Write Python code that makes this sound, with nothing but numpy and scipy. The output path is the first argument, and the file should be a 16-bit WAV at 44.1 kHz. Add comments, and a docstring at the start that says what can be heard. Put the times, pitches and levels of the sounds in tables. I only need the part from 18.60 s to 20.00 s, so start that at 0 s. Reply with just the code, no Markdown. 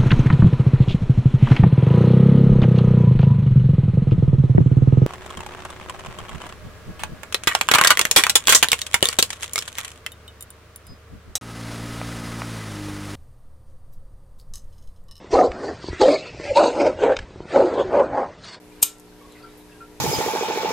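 """A small room, with a stereo microphone close to a lighter whose spark wheel a thumb spins once.
The teeth rasp over the flint in a few quick catches: swelling sines over noise, and grit that rings the hood.
A dull knock, a hollow ring, faint lever ticks (noise bursts) and a short faint hiss go with it.
Mains partials and banded room noise run throughout; faint short pitched blips, sines, sound further away."""
import sys
import numpy as np
from scipy import signal
from scipy.fft import rfft, irfft
from scipy.io import wavfile
from scipy.ndimage import uniform_filter1d

SR = 44100
rng = np.random.default_rng(int(sys.argv[2]) if len(sys.argv) > 2 else 0)


def transcribe(signal):
    """Save signal, clipped to [-1, 1], as a 16-bit WAV file at the path in sys.argv[1]."""
    frames = np.atleast_2d(signal).T
    limited = np.clip(frames, -1, 1)
    pcm = np.round(limited * 32767).astype(np.int16)
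    wavfile.write(sys.argv[1], SR, pcm)


def level_to_linear(level):
    """Convert decibel levels to linear amplitude factors, elementwise."""
    exponent = np.asarray(level, float) / 20
    return 10 ** exponent


N = 61740


def at_hz(points, hz):
    """Read a spectrum on a log-frequency axis."""
    points = np.array(points)
    return np.interp(np.log(hz), np.log(points[:, 0]), points[:, 1])


def rms_one(x):
    """Scale to rms 1."""
    return x / np.sqrt(np.mean(x ** 2) + 1e-20)


def drift(rate_hz):
    """Slow random wander of rms about 1: noise through two equal poles, computed at every 40th sample."""
    r = np.exp(-2 * np.pi * rate_hz * 40 / SR)
    white = rng.standard_normal(N // 40 + 2002)
    slow = signal.lfilter([1], [1, -2 * r, r * r], white)[2000:]  # settled part only
    return np.interp(np.arange(N) / 40, np.arange(len(slow)), rms_one(slow))


def ring(clicks, hz, t60_s):
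    """A two-pole resonator: a unit click sets a dying sine of starting height 1 ringing."""
    r = 10 ** (-3 / (t60_s * SR))
    w = 2 * np.pi * hz / SR
    return signal.lfilter([0, np.sin(w)], [1, -2 * r * np.cos(w), r * r], clicks + 1e-18)


def high_pass(x, hz):
    """Fourth-order high-pass."""
    return signal.sosfilt(signal.butter(4, hz, "high", fs=SR, output="sos"), x)


def pan(db):
    """Left and right gains that differ by db, left louder when positive."""
    return level_to_linear(db * np.array([[.5], [-.5]]))


def bands(gain, alike_at):
    """Half-octave bands of stereo noise, each with the gain and left-right likeness given for its pitch."""
    edges = 22 * 2 ** np.arange(0, 9.6, .5)
    white = rng.standard_normal((2, 2, N))
    out = 0
    for k, (low, high) in enumerate(zip(edges, edges[1:])):
        band = signal.butter(2, [low, high], "band", fs=SR, output="sos")
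        mid, side = signal.sosfilt(band, white[k % 2])  # neighbouring bands take different noise
        hz = np.sqrt(low * high)
        alike = np.clip(alike_at(hz), 0, 1)
        stereo = np.sqrt(1 + alike) * mid + np.sqrt(1 - alike) * side * [[1], [-1]]
        out = out + gain(hz) * stereo
    return out


def spark_wheel():
    """Teeth catch and drag on the flint: pressure swells drive squeal, rasping noise and grit ringing the hood."""
    # Wheel teeth catching the flint. Each row: centre in seconds, swell height in relative dB,
    # squeal pitch in Hz, length in seconds (two standard deviations of the swell).
    catches = [(.2215, -33, 8600, .002), (.2248, -18, 8800, .0014), (.2275, -3.5, 8500, .0014),
               (.2297, 0, 8250, .0017), (.2319, -4, 11700, .0007), (.2340, -4, 12700, .0009),
               (.2362, -8, 6900, .0009)]
    # Resonances of wheel and metal hood under the grit. 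Each row: pitch in Hz, relative level in dB, t60 in seconds.
    hood = [(2950, -14, .005), (4600, -7, .002), (7000, 1.5, .003), (9600, -3, .002), (11600, 5, .002),
            (13200, 6, .002)]
    # The steady drag between catches, one row: start, full pressure and stop, all in seconds.
    drag_times = (.2175, .2285, .2372)
    drag_db, drag_rise_db = -1.5, 30.5
    squeal_wobble = .015  # share of the pitch
    rasp_db, rasp_side_db, rasp_low_hz = -14, -13, 2840
    grit_db, grit_spread_db, grit_per_s = -23, 1.7, 9000

    t = np.arange(N) / SR
    start, full, stop = drag_times
    still_to_rise = np.clip((full - t) / (full - start), 0, 1)
    pressure = level_to_linear(drag_db - drag_rise_db * still_to_rise) * (t > start) * (t < stop)
    squeal = np.zeros(N)
    for s, db, hz, length in catches:
        swell = level_to_linear(db) * np.exp(-.5 * ((t - s) / (.5 * length)) ** 2)
        wobble = 1 + squeal_wobble * np.sin(2 * np.pi * (t / (2 * length) + rng.random()))
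        squeal += swell * np.sin(2 * np.pi * (np.cumsum(hz * wobble) / SR + rng.random()))
        pressure += swell

    rubbing = pressure * rng.standard_normal((2, N))
    rasp, side = level_to_linear(rasp_db) * high_pass(rubbing, rasp_low_hz)
    for hz, db, t60_s in hood:
        hits = rng.random(N) < grit_per_s / SR
        grit = hits * rng.choice([-1, 1], N) * level_to_linear(grit_spread_db * rng.exponential(1, N))
        rasp = rasp + level_to_linear(grit_db + db) * high_pass(ring(pressure * grit, hz, t60_s), .7 * hz)
    return squeal, rasp, level_to_linear(rasp_side_db) * side


def thumb():
    """One click sets off a dull knock of the plastic body, and a hollow body in the room that rings on."""
    click = np.zeros(N)
    click[int(.2291 * SR)] = 1
    knock = high_pass(ring(click, hz=900, t60_s=.0045), 70)
    hollow = ring(click, hz=1353, t60_s=.7)
    return level_to_linear(-9.5) * knock, level_to_linear(-45.5) * hollow


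def ticks():
    """Dry ticks of the lever: sub-millisecond bursts of random-sign noise with the lows removed."""
    # Lever ticks. Each row: start in seconds, starting level in dB ahead of the high-pass.
    tick_starts = [(0.385, -31), (0.3985, -27), (0.4035, -29), (0.6249, -35), (0.7234, -30)]
    decay_s, low_hz = .00014, 5500  # decay to 1/e
    t = np.arange(N) / SR
    shape = np.zeros(N)
    for s, db in tick_starts:
        shape += level_to_linear(db) * (t >= s) * np.exp(-np.maximum(t - s, 0) / decay_s)
    return high_pass(shape * rng.choice([-1, 1], N), low_hz)


def puff():
    """One short hiss: high-passed noise that starts at once and dies exponentially."""
    start_s, start_db, t60_s, low_hz = .974, -46, .21, 10000
    t = np.arange(N) / SR
    shape = level_to_linear(start_db - 60 * np.maximum(t - start_s, 0) / t60_s) * (t >= start_s)
    return high_pass(shape * rng.standard_normal(N), low_hz)


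def two_ports(x):
    """The right port hears a close source slightly later, duller and softer."""
    lag_us, dull_db_per_khz = 6, .1
    hz = np.arange(N // 2 + 1) * SR / N
    lag = np.exp(-2j * np.pi * hz * lag_us * 1e-6)
    right = irfft(rfft(x) * lag * level_to_linear(-dull_db_per_khz * hz / 1000), N)
    return np.array([x, right]) * pan(1.5)


def blips():
    """Distant sines hold briefly and leave a faint ring, the higher the more blurred; many weak ones are random."""
    # Placed blips. Each row: start in seconds, peak level in dB at the source, pitch in Hz, length in seconds.
    placed = [(0.115, -53.5, 2420, 0.018), (0.474, -59.5, 4340, .016), (0.521, -51, 1580, 0.011),
              (0.6, -60, 2220, 0.026), (0.609, -47.5, 1134, 0.018), (0.626, -56, 3400, 0.0097),
              (0.631, -51, 1098, 0.035), (0.709, -55.5, 3960, 0.025), (0.748, -48, 2060, 0.016),
              (.76, -52, 1950, 0.021), (0.797, -53, 1330, 0.021), (0.824, -49, 4660, 0.012),
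              (0.832, -41.5, 1363, 0.025), (.845, -52, 1555, 0.017), (0.87, -53.5, 2300, 0.017),
              (.885, -54, 3730, 0.011), (0.992, -61, 3850, 0.03), (1.092, -50.5, 1684, 0.013),
              (1.117, -50.5, 2700, 0.018), (1.126, -58.5, 1597, 0.055), (1.203, -39, 1363, 0.032),
              (1.206, -52.5, 2480, .012)]
    # How strong the random blips are over time. Each row: time in seconds, added level in dB.
    busy = [(0, -20), (.14, 7), (.3, 4), (.45, -15), (.6, -4), (.74, 8), (.88, 3), (1.0, -6), (1.14, 4),
            (1.25, -4), (1.4, -3)]
    stray_per_s, stray_db, stray_low_hz, stray_high_hz = 440, -71, 1095, 5010
    rise_s, tail_db, tail_t60_s, blur_hz = .0057, -10, .58, 1.39

    stray = []
    for a, b, c, d in rng.random((int(stray_per_s * N / SR), 4)):
        s = a * N / SR
        db = stray_db + np.interp(s, *np.transpose(busy)) + 8 * (b - .5)
        hz = stray_low_hz * (stray_high_hz / stray_low_hz) ** c
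        stray.append((s, db, hz, .016 + .0072 * d))

    out = np.zeros(N + SR)
    t = np.arange(SR // 6) / SR
    walk = np.cumsum(rng.standard_normal(N + SR))
    for s, db, hz, length in placed + stray:
        held = np.clip(np.minimum(t, length - t) / rise_s, 0, 1)
        tail = level_to_linear(tail_db - 60 * t / tail_t60_s) * np.clip(t / length, 0, 1) * (1 - t / t[-1])
        i = int(s * SR)
        smooth_walk = uniform_filter1d(walk[i:i + len(t)], size=64)
        blur = np.sqrt(2 * np.pi * blur_hz / SR) * (hz / 1000) ** 2 * smooth_walk  # phase in radians
        out[i:i + len(t)] += level_to_linear(db) * np.maximum(held, tail) * np.sin(2 * np.pi * hz * t + blur)
    return out[:N]


def room(x):
    """Reflections as stereo noise that dies band by band, after a short delay."""
    # Reflections by pitch. Each row: pitch in Hz, t60 in seconds, relative level in dB, left-right likeness (0 to 1).
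    reflections = np.array([(501.7, 0.068, -5.5, 0.4), (1490, .25, 4, 0.74), (3440, 0.21, 5, 1),
                            (5960, 0.22, 0, 0.52), (8227, 0.193, 2.5, 0.59), (13940, 0.13, 2, 0.15)])
    delay_s = .0047
    t = np.arange(N) / SR - delay_s

    def column(hz, k):
        return at_hz(reflections[:, [0, k]], hz)

    def decay(hz):
        return (t > 0) * level_to_linear(column(hz, 2) - 60 * np.clip(t, 0, 1) / column(hz, 1))

    echo = bands(decay, lambda hz: column(hz, 3))
    echo = echo / np.sqrt(np.sum(echo ** 2) / 2)  # unit energy per channel on average
    return signal.fftconvolve(echo[:, :SR // 2], x[None], axes=1)[:, :N]


def hum():
    """Mains partials, the odd ones nearly peaking together as a buzz, each wavering and a little unlike by side."""
    # Hum partials. Each row: multiple of the mains pitch, rms level in dB about which it wavers, before panning.
    partials = [(1, -74), (2, -64.5), (3, -60), (4, -62.5), (5, -52), (6, -63.5), (7, -54.5), (8, -61),
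                (9, -68), (10, -66), (12, -68), (16, -66)]
    mains_hz, waver_db, side_db = 60, .9, -20.5
    t = np.arange(N) / SR
    out = 0
    for k, db in partials:
        mid_phase = np.pi / 2 * (round(k) % 2) + rng.normal(0, .4)
        side_phase = 2 * np.pi * rng.random()
        turn = 2 * np.pi * mains_hz * round(k) * t
        side = level_to_linear(side_db) * np.sin(turn + side_phase) * [[1], [-1]]
        height = np.sqrt(2) * level_to_linear(db + waver_db * drift(4))
        out = out + height * (np.sin(turn + mid_phase) + side)
    return out


def air():
    """Room noise: stereo noise bands shaped by pitch, each slightly drifting in level, scaled as a whole."""
    # Spectrum of the room noise. Each row: pitch in Hz, relative density in dB.
    spectrum = [(12, -40), (20, 2), (223, -11.5), (302, -11.5), (433, -7), (656, -19), (940, -7.5),
                (1270, -22), (1390, -22), (1550, -17.5), (13400, -29), (15000, -54)]
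    # How alike the two channels are. Each row: pitch in Hz, left-right likeness (0 to 1).
    likeness = [(30, 0.93), (180, 0.57), (540, 0.66), (1640, 0.49), (4920, 0.041), (14800, 0.98)]
    patchy_db = -.55

    def gain(hz):
        return level_to_linear(at_hz(spectrum, hz) + patchy_db * drift(4.9))

    return level_to_linear(-50.5) * rms_one(bands(gain, lambda hz: at_hz(likeness, hz)))


def scene():
    """Lighter close by, blips far off, hum and room noise; the squeal beams forward and feeds the room less."""
    squeal, rasp, rasp_side = spark_wheel()
    knock, hollow = thumb()
    near = rasp + knock + ticks() + puff()
    far = blips()
    to_room = level_to_linear(-10.5) * (near + level_to_linear(-4) * squeal) + level_to_linear(-9) * far
    wet = room(to_room) * pan(1)
    background = (far + hollow + hum() + air()) * pan(.44)
    return two_ports(near + squeal) + rasp_side * [[1], [-1]] + wet + background


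def top_cut(x):
    """Nothing passes above the cut-off."""
    return signal.sosfilt(signal.butter(12, 15420, fs=SR, output="sos"), x)


def record(dry):
    """Gain control backs off around loud peaks and recovers slowly; then a steep treble cut and overload clipping."""
    from_db, ratio, recover_db_per_s = -19, .22, 7
    t = np.arange(N) / SR
    power = uniform_filter1d(np.mean(dry ** 2, axis=0), size=441)  # over 10 ms
    level_db = 10 * np.log10(power + 1e-12)
    over_db = ratio * np.maximum(level_db - from_db, 0)
    recovery_db = recover_db_per_s * t
    held_db = np.maximum.accumulate(over_db + recovery_db) - recovery_db
    levelled = dry * level_to_linear(-uniform_filter1d(held_db, size=882))  # gain smoothed over 20 ms
    treble_cut = signal.cheby2(16, 70, 14800, fs=SR, output="sos")  # order, stop-band dB, stop-band edge in Hz
    mix = np.clip(signal.sosfilt(treble_cut, levelled), -1, 1)
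    return top_cut(mix)


dry = scene()
out = record(dry)
transcribe(out)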